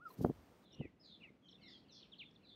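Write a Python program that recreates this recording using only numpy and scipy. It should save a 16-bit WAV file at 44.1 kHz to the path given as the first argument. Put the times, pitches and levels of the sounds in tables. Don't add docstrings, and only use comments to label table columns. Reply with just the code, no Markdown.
import sys
import numpy as np
from scipy import signal
from scipy.fft import rfft, irfft
from scipy.io import wavfile
from scipy.ndimage import uniform_filter1d

SR = 44100
rng = np.random.default_rng(int(sys.argv[2]) if len(sys.argv) > 2 else 0)


def unload_wav(signal):
    wavfile.write(
        sys.argv[1],
        SR,
        np.round(np.clip(np.atleast_2d(signal).T, -1, 1) * 32767).astype(np.int16),
    )


N = 112454


def undb(db):
    return 10 ** (np.asarray(db) / 20)


def unit(x):
    return x / np.sqrt(np.mean(x ** 2))


def curve(rows):
    return np.interp(np.arange(N) / SR, *np.array(rows).T)


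def swells(rows):
    t = np.arange(N) / SR
    return sum(undb(db) * np.exp(-.5 * ((t - at) / width) ** 2) for at, width, db in rows)


def colour(x, points):
    hz, db = np.array(points).T
    f = np.maximum(np.fft.rfftfreq(len(x), 1 / SR), 1)
    gain = undb(np.interp(np.log(f), np.log(hz), db))
    return irfft(rfft(x) * gain, len(x))


def noise(points):
    return unit(colour(rng.standard_normal(N), points))


def wander(rate_hz):
    hold = max(int(SR / rate_hz), 1)
    steps = np.repeat(rng.standard_normal(N // hold + 1), hold)
    return unit(uniform_filter1d(steps, hold)[:N])


def tail(x, t60_s):
    t = np.arange(SR) / SR
    response = rng.standard_normal(SR) * np.exp(-np.log(1000) * t / t60_s)
    return signal.fftconvolve(x, response / np.linalg.norm(response))[:N]


def rumble():
    # f/Hz, relative level/dB
    spectrum = [(20, -56), (32, -46), (50, -5.5), (90, -4), (140, -0.5), (200, 3.5), (290, 1), (420, -6),
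                (600, -9.5), (850, -15.5), (1100, -17), (1600, -21), (2600, -23), (3800, -29), (5300, -34),
                (7300, -39.5), (12000, -45.5), (15500, -45.5)]
    # t/s, level/dB
    envelope = [(0, -71), (.6, -69.5), (.75, -64.5), (.98, -69.5), (1.28, -66.5), (1.4, -70), (1.7, -67),
                (2.1, -67.5), (2.55, -67.5)]
    flicker_db = 0.7
    return noise(spectrum) * undb(curve(envelope) + flicker_db * wander(11))


def hiss():
    # f/Hz, relative level/dB
    spectrum = [(60, -28), (200, -11), (380, 2), (520, 3), (800, -3), (1100, -3.5), (1600, -9), (2600, -14),
                (4100, -17), (5600, -19), (7700, -24), (9000, -21.5), (10400, -30), (12500, -24),
                (15500, -23)]
    # t/s, level/dB
    envelope = [(0, -91), (.05, -77), (.09, -68.5), (.33, -68.5), (.5, -70.5), (.648, -72), (.675, -100)]
    return noise(spectrum) * undb(curve(envelope))


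def tone(hz, octave_db=-39):
    phase = 2 * np.pi * np.cumsum(hz) / SR
    return np.sqrt(2) * (np.sin(phase) + undb(octave_db) * np.sin(2 * phase))


def butcherbird():
    # t/s, f/Hz
    pitch = [(0, 1110), (.02, 1410), (.042, 1450), (.062, 1370), (.08, 1242), (.098, 1293), (.106, 1020),
             (.125, 1043)]
    # t/s, level/dB
    envelope = [(0, -71.5), (.018, -60.5), (.036, -60), (.05, -66.5), (.056, -49.5), (.07, -47.5),
                (.088, -62.5), (.101, -81), (.106, -56), (.113, -62), (.125, -73)]
    end_s, fade_s = envelope[-1][0], 0.007
    fade = np.clip((end_s - np.arange(N) / SR) / fade_s, 0, 1)
    return tone(curve(pitch)) * undb(curve(envelope)) * fade


def far_whistle(hz, rough_db=-6):
    voice = tone(hz) + undb(rough_db) * hoarse(hz, half_width_hz=190)
    return voice / np.hypot(1, undb(rough_db))


def hoarse(hz, half_width_hz=534):
    band = [(half_width_hz / 2, 0), (half_width_hz, -6),
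            (2 * half_width_hz, -30), (10 * half_width_hz, -90)]
    in_phase = unit(colour(rng.standard_normal(SR // 4), band))[:len(hz)]
    quadrature = unit(colour(rng.standard_normal(SR // 4), band))[:len(hz)]
    phase = 2 * np.pi * np.cumsum(hz) / SR
    return in_phase * np.sin(phase) + quadrature * np.cos(phase)


def far_birds():
    # t/s, duration/s, start f/Hz, end f/Hz, level/dB,
    # bend (above 0 glides early), gain into the echoes/dB
    whistles = [ (0.057, 0.044, 5750, 4320, -82, 1.5, -3), (.098, 0.023, 4260, 4020, -74, .5, -18),
                (.23, 0.022, 3295, 2950, -79.5, 0, 6.5), (.626, 0.083, 4150, 3370, -74.5, 3.5, -5),
                (.655, 0.037, 4130, 3670, -74, .3, -1), (.7, 0.052, 3810, 3516, -69.5, 0.1, -3),
                (0.713, 0.095, 3115, 2816, -73, 4, -0.5), (0.778, 0.058, 2950, 2137, -71, -2, -5.5),
                (.808, 0.073, 2070, 1916, -67.5, 1, -8), (0.782, 0.11, 3234, 1950, -65, 0, -17.5),
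                (0.994, 0.061, 5120, 4750, -76, -3.2, -1), (1.008, .075, 5440, 4580, -72, 1.6, -5),
                (1.05, 0.052, 4350, 3800, -72.5, 3, 8), (1.017, 0.12, 4550, 3236, -74.5, 2.4, -2),
                (1.088, .09, 4036, 3420, -63.5, 2, -13), (1.197, 0.076, 2974, 1814, -65, 0.3, -6),
                (1.228, 0.041, 2965, 2540, -57.5, 1, -27.5), (1.266, .036, 2500, 2066, -68.5, 1.2, -13),
                (1.422, 0.091, 3420, 3200, -71, 6.7, -14), (1.531, 0.046, 4050, 3410, -68.5, 2.5, -10),
                (1.578, 0.029, 2980, 2570, -76, 2, -10), (1.613, 0.034, 3150, 2570, -73.5, 0, 1),
                (1.593, 0.12, 2190, 2072, -72.5, -1, -2.5), (1.665, .045, 2163, 1804, -70, 0.5, 2),
                (1.604, .11, 4780, 3330, -67.5, 1.5, -1), (1.622, 0.027, 5540, 5220, -80, -0.5, 3),
                (1.642, 0.064, 4420, 3840, -70.5, 0.5, -9), (1.659, .04, 5620, 5190, -80.5, .8, 12),
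                (1.692, .095, 3960, 3140, -63.5, 1.5, -6.5), (1.843, 0.029, 3080, 2560, -79, 0, -1),
                (1.878, 0.037, 3220, 2400, -77.5, -0.5, 1), (1.88, 0.1, 4740, 3300, -68, 2.5, -5),
                (1.9, 0.1, 6380, 5260, -79, 3, 7.5), (1.956, 0.058, 3720, 3330, -65, 2.3, -6),
                (2.143, 0.043, 4650, 3720, -84.5, 8.5, 17), (2.24, 0.066, 3640, 3304, -67.5, 0, -1.5),
                (2.39, 0.039, 3050, 2220, -80, -1, -5), (2.422, 0.042, 3130, 2200, -75.5, .4, -20),
                (2.422, 0.14, 4600, 3240, -72.5, 2.6, -1), (2.447, .03, 4840, 4530, -79.5, 4.5, -5),
                (2.478, 0.068, 4490, 3466, -64, 3.5, 1), (2.485, 0.036, 4800, 4050, -73.5, 2.3, 3)]
    chips = [ (0.719, 0.025, 4980, 5970, -73, 1.2, -11), (.742, .016, 5310, 5700, -70.5, 1.8, -30),
             (.743, 0.0067, 3600, 4420, -64.5, 0.2, -17), (1.483, 0.022, 4690, 2900, -61.5, 2.4, -4),
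             (1.488, 0.016, 5750, 5280, -77.5, 0.8, 2), (1.507, 0.02, 5750, 4980, -72, .4, -7.5),
             (1.518, 0.012, 4450, 3550, -68, 1.0, -5.5), (1.527, 0.0087, 3600, 2980, -58, -0.75, -12),
             (1.677, 0.032, 5620, 4000, -68.5, 1.5, 3), (1.917, .018, 5790, 4910, -69.5, 1.2, 4),
             (2.026, .011, 4010, 2730, -56.5, -0.13, -6), (2.117, 0.033, 3870, 2586, -58.5, -0.64, -4.5),
             (2.181, 0.024, 4400, 3820, -65, 1.2, -4.5), (2.188, .05, 4050, 1996, -53.5, 1.1, -13),
             (2.219, 0.033, 3350, 2247, -64, 1.7, -21), (2.31, 0.0072, 5940, 3880, -80.5, -0.16, -5),
             (2.339, 0.0093, 6000, 5250, -84.5, .6, -1), (2.35, 0.01, 4540, 3770, -78, -0.0052, 1),
             (2.359, 0.011, 3760, 3330, -62.5, 0.77, -15), (2.47, 0.0076, 4490, 3770, -62, 0.74, -11)]
    rasps = [ (.69, 0.12, 3780, 2766, -76, .2, 0), (1.025, 0.11, 4890, 3705, -67, 1.4, -8),
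             (1.045, 0.055, 6820, 6300, -87, 0.39, -1), (1.08, 0.12, 4200, 3556, -69, 0.798, -3.5),
             (1.42, 0.1, 6440, 5930, -96, 0.78, 4), (1.672, 0.15, 5000, 4070, -70.5, 0.92, -5.5),
             (1.65, .13, 3925, 2863, -75, 0.513, -5), (1.69, 0.049, 6900, 5900, -86, 0.55, 5),
             (1.925, .115, 5040, 3950, -66, 1.4, -2.5), (1.93, 0.096, 6350, 5540, -79.5, 0.49, -5),
             (1.98, .1, 3290, 2683, -73, .5, -1.5), (2.195, 0.081, 3855, 3140, -65.5, 1, -11)]
    slow_attack, chip_attack, release = 0.37, 0.3, 0.5
    waver = 1 + 0.014 * wander(500)
    tremor = undb(1.5 * wander(160))
    direct, to_echoes = np.zeros((2, N + SR))
    calls = (whistles, far_whistle, slow_attack), (chips, tone, chip_attack), (rasps, hoarse, slow_attack)
    for rows, voice, attack in calls:
        for start, duration, start_hz, end_hz, db, bend, echo_db in rows:
            progress = np.linspace(0, 1, int(duration * SR))
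            span = int(start * SR) + np.arange(len(progress))
            glide = np.cumsum(np.exp(-bend * progress))
            hz = (start_hz + (end_hz - start_hz) * glide / glide[-1]) * waver[span % N]
            ramp = np.clip(np.minimum(progress / attack, (1 - progress) / release), 0, 1)
            envelope = undb(db) * np.sin(np.pi / 2 * ramp) * tremor[span % N]
            note = envelope * voice(hz)
            direct[span] += note
            to_echoes[span] += undb(echo_db) * note
    return direct[:N] + echoes(to_echoes[:N])


def echoes(calls, wall_delay_s=0.021):
    wall = undb(-12) * np.pad(calls, (int(wall_delay_s * SR), 0))[:N]
    scatter = undb(-8) * tail(calls, t60_s=0.19)
    field = undb(-3) * tail(calls, t60_s=0.4)
    return wall + scatter + field


def feathers():
    # t/s, Gaussian width/s, level/dB, tilt about the pivot/(dB per octave)
    strokes = [(.097, 0.0093, -72.5, 3), (.127, 0.017, -69.5, 10), (0.141, .003, -68, 3),
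               (0.188, 0.0086, -68.5, -2.5), (.226, 0.0094, -61.5, -2.5), (.26, 0.013, -71.5, 2),
               (.29, 0.0083, -73, 7), (.345, .008, -85, 1)]
    # f/Hz, relative level/dB
    spectrum = [(1000, -29), (3000, -4.5), (4200, 3.5), (6500, 2), (7700, -2), (9300, 1), (10300, -4),
                (12300, 7), (13500, 2.5), (15500, 0.5)]
    snaps_per_s, snap_spread_db, grain_db, pivot_hz = 450, 6.5, 1.5, 7000
    grain = unit(undb(grain_db * wander(652)))
    snapping = rng.random(N) < snaps_per_s / SR
    snaps = unit(snapping * undb(snap_spread_db * rng.standard_normal(N)))
    friction = grain * rng.standard_normal(N) + undb(-3.5) * snaps
    rustle = np.zeros(N)
    for at, width, db, tilt in strokes:
        tilted = [(hz, level + tilt * np.log2(hz / pivot_hz)) for hz, level in spectrum]
        rustle += swells([(at, width, db)]) * unit(colour(friction, tilted))
    return rustle


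def bumps():
    # t/s, peak level before filtering/dB, centre f/Hz
    buffets = [(0.2096, -38.5, 370), (0.214, -30, 190), (0.225, -38, 200), (0.2471, -25.5, 410),
               (0.2486, -23, 720), (0.2498, -18.5, 249), (.2625, -29, 326), (.2705, -48, 390),
               (.2985, -36.5, 445), (.3015, -31.5, 244), (0.31, -37, 300), (0.8014, -39.5, 204),
               (.8075, -34.5, 133), (0.8114, -40, 390), (0.8153, -36.5, 242), (.855, -46.5, 252),
               (.861, -55, 320), (1.306, -55, 270)]
    # f/Hz, gain/dB
    bump_filter = [(25, -15), (50, -11.5), (90, -11.5), (140, 3.5), (250, -3), (400, 1), (550, 0), (720, 0),
                   (1000, -1.5), (1400, -5), (2000, -10.5), (3000, -12)]
    # f/Hz, gain/dB
    boom_filter = [(25, -37), (50, 1), (80, 5.5), (140, -8.5), (400, -26.5), (2000, -58)]
    t, pulses = np.arange(N) / SR, np.zeros(N)
    for at, db, hz in buffets:
        phase = 2 * np.pi * hz * (t - at)
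        pulses += undb(db) * phase * np.exp((1 - phase ** 2) / 2)
    ring = undb(-18.5) * tail(pulses, t60_s=0.08)
    boom = undb(-9.5) * colour(tail(pulses, t60_s=0.52), boom_filter)
    return colour(pulses + ring, bump_filter) + boom


def swirls():
    # t/s, Gaussian width/s, level/dB
    bursts = [(.212, 0.016, -42.5), (.256, 0.013, -33.5), (.299, 0.009, -38.5), (.812, 0.015, -52),
              (.853, 0.0063, -48)]
    # f/Hz, relative level/dB
    spectrum = [(25, -28), (60, -2.5), (130, 8.5), (250, 6), (400, -0.5), (550, -13.5), (700, -16),
                (1000, -36), (1500, -34), (2500, -55), (6000, -82)]
    return swells(bursts) * noise(spectrum)


def scene():
    return (butcherbird() + far_birds() + bumps() + swirls() + feathers() + rumble() + hiss())[None]


def record(dry, cutoff_hz=15700):
    return signal.sosfilt(signal.ellip(10, .2, 70, cutoff_hz, fs=SR, output="sos"), dry)


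dry = scene()
out = record(dry)
unload_wav(out)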